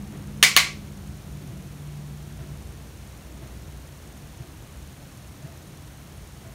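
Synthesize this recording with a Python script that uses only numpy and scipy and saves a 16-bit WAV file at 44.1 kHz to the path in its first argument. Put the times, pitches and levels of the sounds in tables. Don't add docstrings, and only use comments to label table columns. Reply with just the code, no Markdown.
import sys
import numpy as np
from scipy import signal
from scipy.fft import rfft, irfft
from scipy.io import wavfile

SR = 44100
rng = np.random.default_rng(int(sys.argv[2]) if len(sys.argv) > 2 else 0)


def magnitude_from_level(level_db):
    exponent = np.asarray(level_db, float) / 20
    return 10 ** exponent


def to_wav(sig):
    pcm = np.clip(np.atleast_2d(sig), -1, 1) * 32767
    pcm = np.round(pcm).astype(np.int16)
    wavfile.write(sys.argv[1], SR, pcm.T)


N = 288414


def rms_one(x):
    return x / np.sqrt(np.mean(x ** 2) + 1e-20)


def at_hz(points, hz):
    points_hz, values = np.array(points).T
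    return np.interp(np.log(hz), np.log(points_hz), values)


def drift(rate):
    decimation = 40
    r = np.exp(-2 * np.pi * rate * decimation / SR)
    noise = rng.standard_normal(N // decimation + 2002)
    slow = signal.lfilter([1], [1, -2 * r, r * r], noise)[2000:]
    return np.interp(np.arange(N) / decimation, np.arange(len(slow)), rms_one(slow))


def ring(clicks, hz, t60):
    r = magnitude_from_level(-60 / (t60 * SR))
    w = 2 * np.pi * hz / SR
    return signal.lfilter([0, np.sin(w)], [1, -2 * r * np.cos(w), r * r], clicks + 1e-18)


def coloured(spectrum, size):
    hz = np.maximum(np.fft.rfftfreq(size, 1 / SR), 1)
    first_hz, last_hz = spectrum[0][0], spectrum[-1][0]
    inside = (hz > first_hz) & ((hz < last_hz) | (last_hz > SR / 3))
    white = rfft(rng.standard_normal(size))
    return rms_one(irfft(white * magnitude_from_level(at_hz(spectrum, hz)) * inside, size))


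def bands(x, low_hz, count):
    spectrum = rfft(x)
    hz = np.maximum(np.fft.rfftfreq(len(x), 1 / SR), 1)
    half_octaves = 2 * np.log2(hz / low_hz)
    for k in range(count):
        weight = np.clip(1 - abs(half_octaves - k), 0, 1)
        yield low_hz * 2 ** (k / 2), irfft(spectrum * weight, len(x))


def rumble():
    # frequency in Hz, density in dB per Hz.
    rumble_spectrum = [(13, -54), (25, -25), (42, -7), (52, -4), (62, 3.5), (72, -1), (83, 1.5), (98, -5),
                       (135, -3), (172, -8), (204, -7), (229, -13.5), (309, -13.5), (529, -24.5),
                       (1200, -41.5)]
    town_db, town_tilt_db = -44, 0.79
    lorry_start_db, lorry_fade_db_per_s, lorry_tilt_db = -42.5, 2.5, 1.5
    lorry_db = lorry_start_db - lorry_fade_db_per_s * np.arange(N) / SR
    out = np.zeros(N)
    for hz, band in bands(coloured(rumble_spectrum, size=N), low_hz=25.0, count=12):
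        octaves = np.log2(hz / 100)
        town = magnitude_from_level(town_db + town_tilt_db * octaves)
        lorry = magnitude_from_level(lorry_db + lorry_tilt_db * octaves)
        out += band * magnitude_from_level(1.38 * drift(2.3)) * np.hypot(town, lorry)
    return out


def drone(hz, swells, idle_db, wobble_hz, flutter_db):
    t = np.arange(N) / SR
    level_db = idle_db
    for s, top_db, rise_db, fall_db in swells:
        below_top_db = np.maximum(rise_db * (s - t), fall_db * (t - s))
        level_db = np.maximum(level_db, top_db - below_top_db)
    phase = 2 * np.pi * np.cumsum(hz + wobble_hz * drift(13.0)) / SR
    return np.sqrt(2) * magnitude_from_level(level_db + flutter_db * drift(5.1)) * np.sin(phase)


def engine():
    # time of the top in s, level in dB, rise in dB per s, fall in dB per s.
    low_swells = [
        (.3, -40.5, 8, 11),
        (2.03, -38, 10.5, 18),
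    ]
    high_swells = [
        (.0, -41, 30, 35),
        (.45, -38.5, 28, 53),
        (.87, -44, 18, 12.6),
        (1.5, -47, 6.8, 30),
        (2.2, -52.5, 8, 9),
    ]
    sag_start_s, sag_end_s, sag_hz_per_s, recover_hz_per_s = .55, 1.7, 13, 45.5
    t = np.arange(N) / SR
    slowing = sag_hz_per_s * (t - sag_start_s)
    recovering = sag_hz_per_s * (sag_end_s - sag_start_s) - recover_hz_per_s * (t - sag_end_s)
    sag_hz = np.maximum(np.minimum(slowing, recovering), 0)
    low = drone(145.9, low_swells, idle_db=-53.5, wobble_hz=0.97, flutter_db=0.8)
    high = drone(204 - sag_hz, high_swells, idle_db=-73, wobble_hz=3.01, flutter_db=2.5)
    return low + high


def fan():
    # time of the top in s, level in dB, rise in dB per s, fall in dB per s.
    fan_swells = [
        (3.6, -47, 2.5, 16),
    ]
    return drone(61, fan_swells, idle_db=-61, wobble_hz=1.5, flutter_db=2.5)


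def hiss():
    # frequency in Hz, density in dB per Hz.
    hiss_spectrum = [(290, -28), (500, -4), (667, -2.5), (816, -4), (3810, -11), (4860, -11.5),
                     (6300, -12.5), (7710, -15), (9560, -13.5), (10400, -14.5), (15600, -19.5)]
    # frequency in Hz, width in Hz, depth from 0 to 1.
    dips = [(4900, 430, 0.41), (10360, 610, 0.54), (7500, 600, 0.14)]
    hiss_db, top_hz = -51, 15730
    hz = np.fft.rfftfreq(N, 1 / SR)
    shape = 1
    for dip_hz, width_hz, depth in dips:
        shape = shape * (1 - np.clip(depth, 0, 1) / (1 + (2 * (hz - dip_hz) / width_hz) ** 2))
    return magnitude_from_level(hiss_db) * irfft(rfft(coloured(hiss_spectrum, size=N)) * shape * (hz < top_hz), N)


def lens_motor():
    # frequency in Hz, level in dB, t60 in s.
    lens_modes = [(2600, -20.5, .004), (6360, -2.5, .006), (7230, -3, .004), (8500, -7.5, .003),
                  (9720, -4, .007), (12550, -8, .003)]
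    # delay in s, level in dB, chance from 0 to 1.
    after_ticks = [(.0035, -3, .4), (.0165, -13, .4)]
    tick_start_s, tick_period_s, tick_db = .0236, .05, -42
    clicks = np.zeros(N + SR)
    starts = np.arange(tick_start_s, N / SR, tick_period_s)
    draws = rng.random((len(starts), 6))
    second = np.arange(len(starts)) % 2
    jittered = starts + .0003 * draws[:, 5]
    clicks[(jittered * SR).astype(int)] = magnitude_from_level(2.5 * (draws[:, 0] - .5) + .8 * second)
    for k, (delay, db, chance) in enumerate(after_ticks):
        late = starts + delay + 0.0015 * (draws[:, 1 + k] - .5)
        happens = draws[:, 3 + k] < chance * (.3 + .7 * second)
        clicks[(late * SR).astype(int)] = magnitude_from_level(db) * happens
    out = np.zeros(N)
    for k, (hz, db, t60) in enumerate(lens_modes):
        out += magnitude_from_level(db) * ring(clicks[:N], hz, t60) * (-1) ** k
    return magnitude_from_level(tick_db) * out


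def thuds():
    # start in s, peak in dB, wall frequency in Hz, hollow knock in dB, puff in dB.
    blows = [
        (.12, -44, 132, -65, -49),
        (1.47, -28, 127, -55, -55.5),
        (2.38, -31.5, 130, -52, -51),
        (2.49, -32.5, 138.6, -58, -65),
        (3.41, -32.5, 132, -52.5, -50.5),
        (4.38, -32, 132, -55, -55),
        (5.42, -30.5, 140.5, -52.5, -54),
        (6.44, -39, 130, -53.5, -56.5),
    ]
    out = np.zeros(N + SR)
    t = np.arange(SR // 2) / SR
    envelope = (1 - np.exp(-t / 0.0088)) * magnitude_from_level(-60 * t / 0.78)
    for s, peak_db, hz, knock_db, puff_db in blows:
        low = np.sin(2 * np.pi * hz * t) * magnitude_from_level(peak_db) * np.exp(-((t - .03) / 0.013) ** 2)
        noise = rng.standard_normal(len(t))
        hollow = magnitude_from_level(knock_db) * rms_one(ring(noise, 666, 0.062))
        puff = magnitude_from_level(puff_db) * (rms_one(ring(noise, 359, 0.046)) + rms_one(ring(noise, 1150, 0.00094)))
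        out[round(s * SR):][:len(t)] += low + (hollow + puff) * envelope
    return out[:N]


def tap(which, peak_db, crack_db, tilt_db, tail_db):
    # frequency in Hz, first tap in dB, second tap in dB, t60 in s.
    case_modes = [(267, -56, -30, .05), (455, -22, -24, 0.058), (595, -24, -33, 0.072),
                  (724, -44, -26, 0.084), (1125, -16.5, -12.5, 0.022), (1740, -3.5, -5.5, 0.015),
                  (2090, -1.5, -4.5, 0.01), (2855, 0.5, 0, 0.0096), (3230, -1, -3.5, 0.012),
                  (3620, 1, -1.5, 0.016), (4450, -8.5, -4.5, 0.012), (5790, -10.5, -13, 0.01),
                  (6566, -7, -7.5, 0.018), (9170, -0.5, -2, 0.0059)]
    long_rings = [(1145, -25, -19, 0.36), (1620, -17, -14, 0.24), (1846, -8, -12, 0.18),
                  (2003, 1, -9, 0.13), (2128, -2, -2, 0.2), (2275, -4, -8, 0.3), (2570, -26, -9, 0.22),
                  (2830, 1, -20, 0.076), (3137, -14, -13, 0.23), (3580, 1, -18, 0.12),
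                  (4000, -16, -8, 0.22), (4240, -16, -12, 0.3), (4415, -16, -16, 0.25),
                  (4940, -3, -26, 0.15)]
    # delay in s, level of the body in dB, level of the crack in dB.
    echoes = [(.0022, -13.5, -12), (.0066, -13, -15), (.0078, -5.5, -4.5), (.0105, -7.5, -12),
              (0.0156, -17, -18)]
    # frequency in Hz, density in dB per Hz.
    tail_spectrum = [(180, -46), (300, -38), (622, -26), (734, -19.5), (824, -25), (1130, -13), (1230, -18),
                     (1420, -15), (1680, -19), (2080, -4), (2460, -9.5), (3720, -13.5), (5260, -13.5),
                     (6310, -13.5), (15700, -24.5)]
    # frequency in Hz, t60 in s.
    tail_t60 = [(300, 0.4), (790, 0.26), (2090, 0.29), (5510, 0.3), (14600, 0.17)]
    t = np.arange(SR // 2) / SR
    contact = (t == 0) + 0.62 * (abs(t - .0007) < .5 / SR) + 0.36 * (abs(t - .0016) < .5 / SR)
    modes = np.zeros(len(t))
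    for k, (hz, *db, t60) in enumerate(case_modes):
        modes += magnitude_from_level(db[which]) * ring(contact, hz, t60) * (-1) ** k
    crack = np.diff(rng.standard_normal(len(t) + 1)) * magnitude_from_level(crack_db - 60 * t / 0.0072)
    heard = modes / 2.33 + crack
    for delay, body_db, edge_db in echoes:
        echo = magnitude_from_level(body_db) * modes / 3.0 + magnitude_from_level(edge_db) * crack
        heard = heard - np.roll(echo, round(delay * SR))
    tail = np.zeros(len(t))
    for hz, band in bands(coloured(tail_spectrum, size=len(t)), low_hz=281, count=13):
        t60 = 1.113 * at_hz(tail_t60, hz)
        tail += band * magnitude_from_level(tilt_db * np.log2(hz / 3000) - 60 * t / t60)
    rings = np.zeros(len(t))
    for hz, *db, t60 in long_rings:
        level_db = db[which] - 60 * t / t60 + 3.3 * drift(28.0)[:len(t)]
        rings += np.sin(2 * np.pi * (hz * t + rng.random())) * magnitude_from_level(level_db)
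    build_up = 1 - np.exp(-t / 0.0031)
    ring_build_up = 1 - np.exp(-(t / 0.016) ** 2)
    return magnitude_from_level(peak_db) * (heard + magnitude_from_level(tail_db) * (build_up * tail + ring_build_up * rings))


def taps():
    # start in s, peak in dB, crack in dB, tilt of the tail in dB per octave, tail in dB.
    blows = [
        (.4274, 5, -11.5, -0.5, -15.5),
        (.5643, 5, -10, -1.25, -17),
    ]
    out = np.zeros(N)
    for which, (s, *how) in enumerate(blows):
        out[round(s * SR):][:SR // 2] += tap(which, *how)
    return out


def scene():
    outside = rumble() + engine()
    inside = fan() + hiss() + lens_motor() + thuds() + taps()
    return (outside + inside)[None]


def roll_off(x):
    return signal.sosfilt(signal.butter(12, 15730, fs=SR, output="sos"), x)


def record(dry):
    low_pass = signal.ellip(10, .2, 60, 15900, fs=SR, output="sos")
    return roll_off(signal.sosfilt(low_pass, np.clip(dry, -1, 1)))


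dry = scene()
out = record(dry)
to_wav(out)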